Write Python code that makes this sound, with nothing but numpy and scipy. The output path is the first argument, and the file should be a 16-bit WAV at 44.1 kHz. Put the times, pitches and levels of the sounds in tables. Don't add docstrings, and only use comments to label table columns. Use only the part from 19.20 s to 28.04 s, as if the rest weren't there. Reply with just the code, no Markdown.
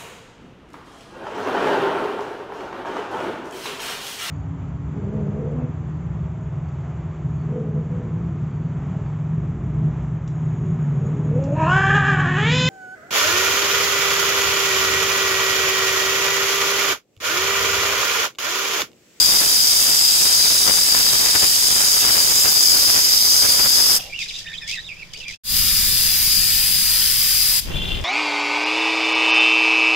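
import sys
import numpy as np
from scipy import signal
from scipy.fft import rfft, irfft
from scipy.io import wavfile
from scipy.ndimage import uniform_filter1d

SR = 44100
rng = np.random.default_rng(int(sys.argv[2]) if len(sys.argv) > 2 else 0)


def unload_wav(signal):
    wavfile.write(
        sys.argv[1],
        SR,
        np.round(np.clip(np.atleast_2d(signal).T, -1, 1) * 32767).astype(np.int16),
    )


N = 389844
TIME = np.arange(N) / SR

# (frequency [Hz], relative density [dB per Hz])
BACKGROUND_COLOUR = [(20, -62), (60, -69), (110, -70.5), (175, -73), (240, -83), (500, -83.5),
                     (1100, -88.5), (1700, -87.5), (2200, -83), (4000, -100), (9000, -102), (15500, -104)]
# (frequency [Hz], level [dB])
FIRST_HUM_TONES = [(171, -60)]
SECOND_HUM_TONES = [(37.7, -41), (134.6, -48)]
# (frequency [Hz], relative level [dB])
RUMBLE_COLOUR = [(15, -4.5), (35, 0), (55, -6.5), (85, -4.5), (130, -11), (200, -12.5), (330, -26),
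                 (600, -34.5), (1500, -33), (4000, -48)]

# (frequency [Hz], relative level [dB])
SEAT_HISS_COLOUR = [(300, -36), (1350, -33), (1800, -9), (2300, -3), (3400, 8), (4300, 0), (5000, 0.5),
                    (5900, 3), (7300, -2.5), (9000, -12), (12000, -16.5), (15500, -22)]
# (frequency [Hz], gain [dB])
LAST_HISS_COLOUR = [(1500, 3), (5000, 0), (9000, 5), (14000, -8)]
# (start [s], length [s], relative level [dB])
STEAM_SPURTS = [(4.774, 0.033, -37), (4.986, 0.053, -34), (5.067, 0.046, -37), (5.129, .068, -36.5),
                (5.463, .065, -31.5), (5.944, .025, -44), (5.963, 0.052, -42), (6.083, .06, -39.5),
                (8.39, .04, -39)]
# (time [s], relative peak [dB])
WATER_SPITS = [(4.9911, -21), (5.9349, -18), (6.0816, -15)]
# (start [s], length [s], start pitch [Hz], middle pitch [Hz], end pitch [Hz], relative level [dB])
SEAT_SQUEAKS = [(4.79, .02, 910, 785, 600, -42), (4.798, 0.094, 2840, 2770, 2820, -43),
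                (4.826, 0.093, 548, 556, 520, -49.5), (4.83, 0.092, 820, 782, 680, -52.5),
                (4.894, 0.028, 2230, 2400, 2450, -42), (4.924, .016, 2500, 2340, 2520, -28.5),
                (4.939, 0.034, 2600, 2770, 2900, -29), (4.977, 0.057, 2705, 2590, 1990, -28.5),
                (5.02, .028, 3700, 3710, 3700, -32), (5.047, 0.025, 3100, 2480, 2450, -38),
                (5.084, 0.031, 4210, 3500, 1900, -32.5), (5.132, .045, 3700, 3650, 3870, -35),
                (5.239, 0.12, 1860, 1820, 1830, -42), (5.253, 0.075, 3700, 3680, 3680, -42.5),
                (5.265, .023, 2400, 2750, 3950, -37.5), (5.327, 0.048, 4020, 3170, 3380, -33.5),
                (5.33, .02, 1950, 2390, 2650, -34), (5.376, 0.016, 3830, 3690, 3200, -32),
                (5.403, 0.082, 2010, 1770, 1970, -42.5), (5.41, .09, 3750, 3450, 3370, -42),
                (5.417, .025, 2560, 2450, 2400, -38.5), (5.418, .025, 5200, 5200, 5150, -41),
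                (5.476, .032, 2100, 2270, 2350, -34.5), (5.518, 0.031, 2420, 2664, 2500, -27.5),
                (5.536, 0.071, 2310, 1940, 1890, -36), (5.548, 0.069, 4350, 3760, 4140, -35.5),
                (5.633, .057, 3270, 3810, 2980, -38.5), (5.683, 0.055, 2980, 2443, 2410, -33.5),
                (5.766, .055, 2350, 2640, 2513, -40.5), (5.821, .013, 2480, 2380, 2280, -32.5),
                (5.934, .04, 4650, 4620, 4300, -44), (5.939, 0.032, 2060, 2550, 3230, -39),
                (5.966, .049, 430, 445, 460, -52), (5.997, .046, 3110, 2710, 2675, -34.5),
                (6.03, .027, 4150, 3500, 3150, -40), (6.047, 0.074, 2210, 2384, 1810, -35),
                (6.121, .032, 2320, 2570, 2570, -37)]
# (multiple of the buzz pitch [-], relative level [dB])
CHATTER_PARTIALS = [(6, -22), (7, -14), (8, -1.5), (9, -0.5), (10, 1.5), (11, -14), (12, -16)]
# (frequency [Hz], relative level [dB])
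BUZZ_AIR_COLOUR = [(1500, -32), (2400, -21), (3000, -4), (3500, -2), (4000, -14), (6000, -28)]

# (frequency [Hz], relative level [dB])
CRACKLE_COLOUR = [(20, -5), (45, 2), (120, 1), (300, 2.5), (1200, 1.5), (2400, -0.5), (3300, -3.5),
                  (4500, -20), (9000, -48)]
# (frequency [Hz], gain [dB])
SOFT_CRACKLE_COLOUR = [(60, -11), (350, 5.0), (700, 0), (1300, -8.5), (3000, 0.5)]
# (time [s], left minus right [dB])
PLUME_LEAN = [(0.0, 3), (0.25, 5), (0.33, 0), (0.55, -14), (0.8, -7.5), (1.1, -1), (1.35, 2.5), (1.55, 15),
              (1.68, 3), (2.05, 4), (2.35, 4.5), (3.2, -1), (3.4, -5), (3.68, -7), (3.85, 1), (4.0, -8),
              (4.6, 0.5), (4.76, -5)]
# (middle [s], length [s], relative level [dB], left minus right [dB])
STEAM_PUFFS = [(0.17, 0.16, -31, 14), (0.7, 0.054, -32, 12), (1.077, .14, -32, 8), (1.257, 0.03, -30.5, 16),
               (1.489, 0.047, -22.5, 23), (1.587, 0.018, -24, 22), (1.773, 0.051, -26.5, 12),
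               (1.852, 0.025, -33, 17), (1.936, 0.045, -24, 22), (2.04, 0.08, -29, 2),
               (2.163, 0.029, -21, 25), (2.234, 0.027, -23, 12), (2.6, .1, -31.5, -1),
               (2.76, 0.048, -32, 14), (2.88, .09, -25.5, 18), (2.978, 0.054, -27.5, 18),
               (3.09, 0.099, -34, 6), (3.267, 0.048, -25, 19), (3.55, .08, -32.5, 10),
               (3.769, 0.032, -23.5, 19), (4.245, 0.031, -24.5, 6), (4.296, 0.024, -30, -1),
               (4.396, 0.037, -26.5, 3), (4.454, 0.036, -25, 6), (4.597, .035, -27.5, 17),
               (4.703, 0.03, -28, 14)]

# (frequency [Hz], relative left density [dB per Hz], relative right density [dB per Hz])
FIRST_JET_EARLY = [(100.0, -75, -87), (1190, -73.5, -75), (2620, -64.5, -66.5), (3470, -58, -59.5),
                   (3880, -61.5, -53.5), (4140, -60, -59), (5710, -61.5, -47.5), (5980, -56.5, -59.5),
                   (6620, -62, -51), (8100, -55.5, -59.5), (9500, -59.5, -56), (10800, -57, -55.5),
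                   (12700, -63, -57.5), (15500, -59.5, -63)]
FIRST_JET_LATE = [(100.0, -84, -70.5), (1200.0, -75.5, -73), (2550, -65, -69), (3390, -60.5, -61),
                  (4100, -57.5, -57), (4150.0, -62.5, -58.5), (5670, -58, -47), (6040, -58, -55),
                  (6770, -59, -52), (8100, -58, -60.5), (10300, -61.5, -56), (9900, -59, -51.5),
                  (13000.0, -62, -55.5), (15500, -61.5, -60)]
SECOND_JET = [(100.0, -72, -76), (570, -78.5, -82.5), (1300.0, -70.5, -73.5), (1730, -66, -68.1),
              (3150, -60, -61), (3940, -56, -61.5), (4300, -57.5, -62), (6300, -62.5, -56.5),
              (6800.0, -65, -57), (8100, -56, -62), (9100, -61.5, -58), (10800, -53.5, -57.5),
              (12800, -57.5, -57), (15400.0, -58.2, -57.5)]
# (frequency [Hz], likeness [0-1], phase by which left leads [rad])
FIRST_JET_PORTS = [(1500, 0.1, 0), (3300, 0.4, -1), (3880, 0.15, -0.2), (4260, 0.92, -4), (5100, 0.35, -7),
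                   (5710, 0.94, -10.5), (7070, 0.6, -13.5), (8750, 0.07, -12.5), (8900, 0.1, -11),
                   (11800, 0.53, -8), (14300, 0.7, -8)]
SECOND_JET_PORTS = [(60, .65, -1.5), (700, .4, 0.7), (1850, 0.82, -0.3), (3320, 0.74, -0.6),
                    (4100, 0.58, 1.7), (5020, 0.12, -4.9), (5740, 0.43, -1), (7200, 0.17, -2.5),
                    (9300, .1, -3), (10900, 0.22, -5.5), (14000, 0.55, -4.7)]

WHISTLE_HZ, WHISTLE_WIDTH_HZ = 4938, 370
EDGE_HZ = 15680
FIRST_SHUT_S, SECOND_SHUT_S = 4.788, 8.408
CLOSE_S, TAIL_DB_PER_S = 0.019, 183
SILENT_FROM_S, SILENT_TO_S, FADE_OUT_S, FADE_IN_S = 6.176, 6.235, 0.052, 0.13
PUFF_STEEPNESS = 2.7
DRIFT_START_S, DRIFT_RISE_S, DRIFT_SAG_DB_PER_S = 8.41, 0.1, 9
SPURT_RISE_S, SPURT_FALL_DB_PER_S = 0.027, 257
FIRST_SEEP_DB, SECOND_SEEP_DB, SEEP_SAG_DB_PER_S = -44, -41.5, 7.5
BUZZ_START_S, BUZZ_LENGTH_S, BUZZ_RISE_S, BUZZ_FALL_DB_PER_S = 8.495, 0.27, .04, 280
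BUZZ_HZ, BUZZ_SWELL_DB_PER_S = 345, 16


def gain_of(db):
    return 10 ** (np.asarray(db) / 20)


def evened(x):
    return x / np.sqrt(np.mean(x ** 2) + 1e-20)


def read(points, hz):
    f, *columns = np.transpose(points)
    return np.array([np.interp(np.log(hz + 1), np.log(f + 1), column) for column in columns])


def panned(db):
    pair = gain_of(np.array([db, -db]).reshape(2, -1) / 2)
    return pair / np.sqrt(np.mean(pair ** 2, axis=0))


def add(mix, s, sound):
    part = mix[:, round(s * SR):][:, :sound.shape[1]]
    part += sound[:, :part.shape[1]]


def wander(rate_hz):
    hz = np.fft.rfftfreq(N, 1 / SR)
    spectrum = rfft(rng.standard_normal(N)) / (1 + (hz / rate_hz) ** 4)
    return evened(irfft(spectrum, N))


def swept_sine(hz):
    return np.sin(2 * np.pi * np.cumsum(hz) / SR)


def coloured(x, colour):
    return irfft(rfft(x) * gain_of(read(colour, np.fft.rfftfreq(N, 1 / SR))), N)


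def noise_pair(same):
    same = np.clip(same, 0, 1)
    shared = np.sqrt(same) * rng.standard_normal(N)
    return shared + np.sqrt(1 - same) * rng.standard_normal((2, N))


def envelope(start, length, rise_s, fall_db_per_s):
    t = TIME - start
    return np.clip(t / rise_s, 0, 1) * gain_of(-fall_db_per_s * np.maximum(t - length, 0))


def whistling(x, left_db, right_db, width_hz=WHISTLE_WIDTH_HZ, dip_db=0., dip_hz=4160, dip_width_hz=110):
    hz = np.fft.rfftfreq(N, 1 / SR)
    bell = np.exp(-((hz - WHISTLE_HZ) / width_hz) ** 2 / 2)
    dip = np.exp(-((hz - dip_hz) / dip_width_hz) ** 2 / 2)
    return irfft(rfft(x) * gain_of(np.array([[left_db], [right_db]]) * bell + dip_db * dip), N)


def background():
    return coloured(noise_pair(0.61), BACKGROUND_COLOUR) * np.sqrt(SR / 2)


def hum(lines, waver=0.0299):
    tones = [gain_of(db) * swept_sine(hz * (1 + waver * wander(12))) for hz, db in lines]
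    return np.sqrt(2) * sum(tones)


def drift():
    return envelope(DRIFT_START_S, DRIFT_RISE_S, DRIFT_RISE_S, DRIFT_SAG_DB_PER_S)


def draught(draught_db=-29.5, sag_db_per_s=5.0, drift_db=-25, lumpy_db=1.5):
    rumble = evened(coloured(noise_pair(0.43), RUMBLE_COLOUR) * gain_of(lumpy_db * wander(33)))
    easing = (TIME > SILENT_TO_S) * gain_of(draught_db - sag_db_per_s * (TIME - SILENT_TO_S))
    returning = gain_of(drift_db) * drift()
    return rumble * np.hypot(easing * panned(3.4), returning * panned(2.4))


def seepage():
    seeping = (TIME > FIRST_SHUT_S) * (TIME < SILENT_FROM_S)
    seep = gain_of(FIRST_SEEP_DB - SEEP_SAG_DB_PER_S * (TIME - FIRST_SHUT_S)) * seeping
    spurts = [gain_of(db) * envelope(s, length, SPURT_RISE_S, SPURT_FALL_DB_PER_S)
              for s, length, db in STEAM_SPURTS]
    return np.sqrt(seep ** 2 + sum(spurt ** 2 for spurt in spurts))


def leak(leak_db=5.5, sputter_db=2.0, spit_db=-7, spit_decay_s=.006):
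    hiss = whistling(coloured(noise_pair(0.09), SEAT_HISS_COLOUR) * panned(-4.0), left_db=14.5, right_db=0.0)
    hiss = evened(hiss * gain_of(sputter_db * wander(150)))
    strength = gain_of(leak_db) * seepage()
    for s, db in WATER_SPITS:
        strength = strength + gain_of(db + spit_db) * (TIME >= s) * np.exp(-abs(TIME - s) / spit_decay_s)
    last = gain_of(SECOND_SEEP_DB) * (TIME > SECOND_SHUT_S)
    return hiss * strength + coloured(hiss, LAST_HISS_COLOUR) * last


def twitter(low_hz=2500, high_hz=3600, sweep=0.15, twitter_db=-4.0, flicker_db=5.5):
    tones = 0
    for hz in (low_hz, high_hz):
        pitch = hz * (1 + sweep * wander(30) + .03 * wander(396))
        tones = tones + swept_sine(pitch) * gain_of(flicker_db * wander(40))
    return gain_of(twitter_db) * evened(tones) * seepage() * (TIME < SILENT_FROM_S) * panned(-6)


def squeaks(jitter_hz=75, shimmer_db=2.5, squeak_db=1.0, overtone_db=-22, pan_db=-5):
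    out = np.zeros((2, N))
    waver_hz = jitter_hz * wander(340)
    shimmer = evened(gain_of(shimmer_db * wander(160)))
    for s, length, start, middle, end, db in SEAT_SQUEAKS:
        u = np.linspace(0, 1, max(round(length * SR), 8))
        at = round(s * SR) + np.arange(len(u))
        hz = np.polyval(np.polyfit([0, .5, 1], [start, middle, end], 2), u)
        angle = 2 * np.pi * np.cumsum(hz + waver_hz[at]) / SR
        tone = np.sin(angle) + gain_of(overtone_db) * np.sin(2 * angle)
        tone = evened(tone * signal.windows.tukey(len(u), .3))
        add(out, s, gain_of(db + squeak_db) * tone * shimmer[at] * panned(pan_db))
    return whistling(out, left_db=10, right_db=-6)


def buzz(jitter=0.008, shimmer_db=3.5, throb_db=2.5, buzz_db=-29, air_db=-9):
    angle = 2 * np.pi * np.cumsum(BUZZ_HZ * (1 + jitter * wander(107))) / SR
    tone = 0
    for k, db in CHATTER_PARTIALS:
        partial = np.sin(round(k) * angle + 2 * np.pi * rng.random())
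        tone = tone + gain_of(db + shimmer_db * wander(40)) * partial
    air = coloured(noise_pair(0.33), BUZZ_AIR_COLOUR)
    throb = evened(gain_of(throb_db * wander(110)))
    swell = gain_of(buzz_db + BUZZ_SWELL_DB_PER_S * np.clip(TIME - BUZZ_START_S, 0, BUZZ_LENGTH_S))
    strength = swell * envelope(BUZZ_START_S, BUZZ_LENGTH_S, BUZZ_RISE_S, BUZZ_FALL_DB_PER_S)
    return (evened(tone) + gain_of(air_db) * evened(air)) * throb * strength * panned(3.1)


def reflections(x, wet_db=-6, t60=0.17):
    t = np.arange(SR // 4) / SR
    sparse = rng.random((2, len(t))) < .05
    taps = rng.standard_normal((2, len(t))) * sparse * gain_of(-60 * t / t60)
    taps = taps / np.linalg.norm(taps, axis=1, keepdims=True)
    return gain_of(wet_db) * signal.fftconvolve(x.mean(0)[None], taps, axes=1)[:, :N]


def flow(shut_s, tail_db):
    opening = np.clip((shut_s - TIME) / CLOSE_S, 0, 1)
    remnant = gain_of(tail_db - TAIL_DB_PER_S * np.maximum(TIME - shut_s, 0))
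    return opening + (1 - opening) * remnant


def puffing(puff_db=0.67):
    t = np.arange(0, N / SR, .002)
    power = 0
    for s, length, db, pan in STEAM_PUFFS:
        shape = .5 ** (abs(2 * (t - s) / length) ** PUFF_STEEPNESS)
        power = power + shape * (gain_of(db + puff_db) * panned(pan)) ** 2
    return np.array([np.interp(TIME, t, port) for port in power])


def gusts(pops_per_s=850, smooth=0.46, lumpy_db=2.0, plume_db=-32.5, drift_db=-33.0):
    pops = rng.standard_normal((2, N)) * (rng.random((2, N)) < pops_per_s / SR)
    lumps = gain_of(lumpy_db * np.array([wander(30), wander(27)]))
    crackle = (evened(pops) + smooth * noise_pair(0)) * lumps
    crackle = evened(coloured(crackle, CRACKLE_COLOUR))
    soft = coloured(crackle, SOFT_CRACKLE_COLOUR)
    lean_s, lean_db = np.transpose(PLUME_LEAN)
    plume = gain_of(plume_db) * panned(np.interp(TIME, lean_s, lean_db))
    strength = np.sqrt(plume ** 2 + puffing()) * flow(FIRST_SHUT_S, tail_db=-10)
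    return crackle * strength + gain_of(drift_db) * soft * drift()


def smoothed_patches(shape, bins, frames):
    smooth = uniform_filter1d(rng.standard_normal(shape), size=bins, axis=-2)
    return evened(uniform_filter1d(smooth, size=frames, axis=-1))


def jet(early, late, ports, patchy_db, ripple_db, flutter_db, turn_s=3.04, turn_length_s=1.0):
    hz, t, (a, b) = signal.stft(rng.standard_normal((2, N)), SR, nperseg=1024)
    same, lead = read(ports, hz)[:, :, None]
    same = np.clip(same, 0, 1)
    right = (same * a + np.sqrt(1 - same ** 2) * b) * np.exp(-1j * lead)
    z = np.array([a, right])
    turn = np.clip((t - turn_s) / turn_length_s + .5, 0, 1)
    colour_db = read(early, hz)[:, :, None] * (1 - turn) + read(late, hz)[:, :, None] * turn
    patches = smoothed_patches(z.shape, bins=24, frames=12)
    ripples = smoothed_patches(z.shape[1:], bins=3, frames=16)
    z = z * gain_of(colour_db + patchy_db * patches + ripple_db * ripples)
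    hiss = signal.istft(z, SR, nperseg=1024)[1][:, :N]
    flutter = gain_of(flutter_db * wander(190))
    return hiss * np.sqrt(SR / 2) * flutter


def second_release(jet_db=-0.77, swell_db_per_s=0.13):
    hiss = jet(SECOND_JET, SECOND_JET, SECOND_JET_PORTS, patchy_db=0.83, ripple_db=2.0, flutter_db=0.27)
    swell = gain_of(jet_db + swell_db_per_s * (TIME - SILENT_TO_S))
    strength = swell * flow(SECOND_SHUT_S, tail_db=-13.5) * (TIME > SILENT_TO_S)
    return whistling(hiss, left_db=14.5, right_db=2.5, width_hz=310) * strength


def first_release(jet_db=-.2):
    hiss = jet(FIRST_JET_EARLY, FIRST_JET_LATE, FIRST_JET_PORTS, patchy_db=0.52, ripple_db=2.2, flutter_db=.7)
    whistle = whistling(hiss, left_db=18.5, right_db=-1.9, dip_db=-5)
    return whistle * gain_of(jet_db) * flow(FIRST_SHUT_S, tail_db=-17)


def scene(quiet_db=-2):
    valve = squeaks() + twitter() + buzz()
    quiet = gain_of(quiet_db) * (valve + reflections(valve) + leak() + background())
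    hums = np.where(TIME < SILENT_TO_S, hum(FIRST_HUM_TONES), hum(SECOND_HUM_TONES) * panned(5))
    fade_out = np.clip((SILENT_FROM_S - TIME) / FADE_OUT_S, 0, 1)
    fade_in = np.clip((TIME - SILENT_TO_S) / FADE_IN_S, 0, 1)
    return (hums + draught() + quiet + gusts() + second_release() + first_release()) * (fade_out + fade_in)


def record(dry):
    rounded = dry / (1 + (dry / .85) ** 8) ** (1 / 8)
    lowpass = signal.firwin(511, EDGE_HZ, window=("kaiser", 9), fs=SR)
    return signal.oaconvolve(rounded, lowpass[None], "same")


dry = scene()
out = record(dry)
unload_wav(out)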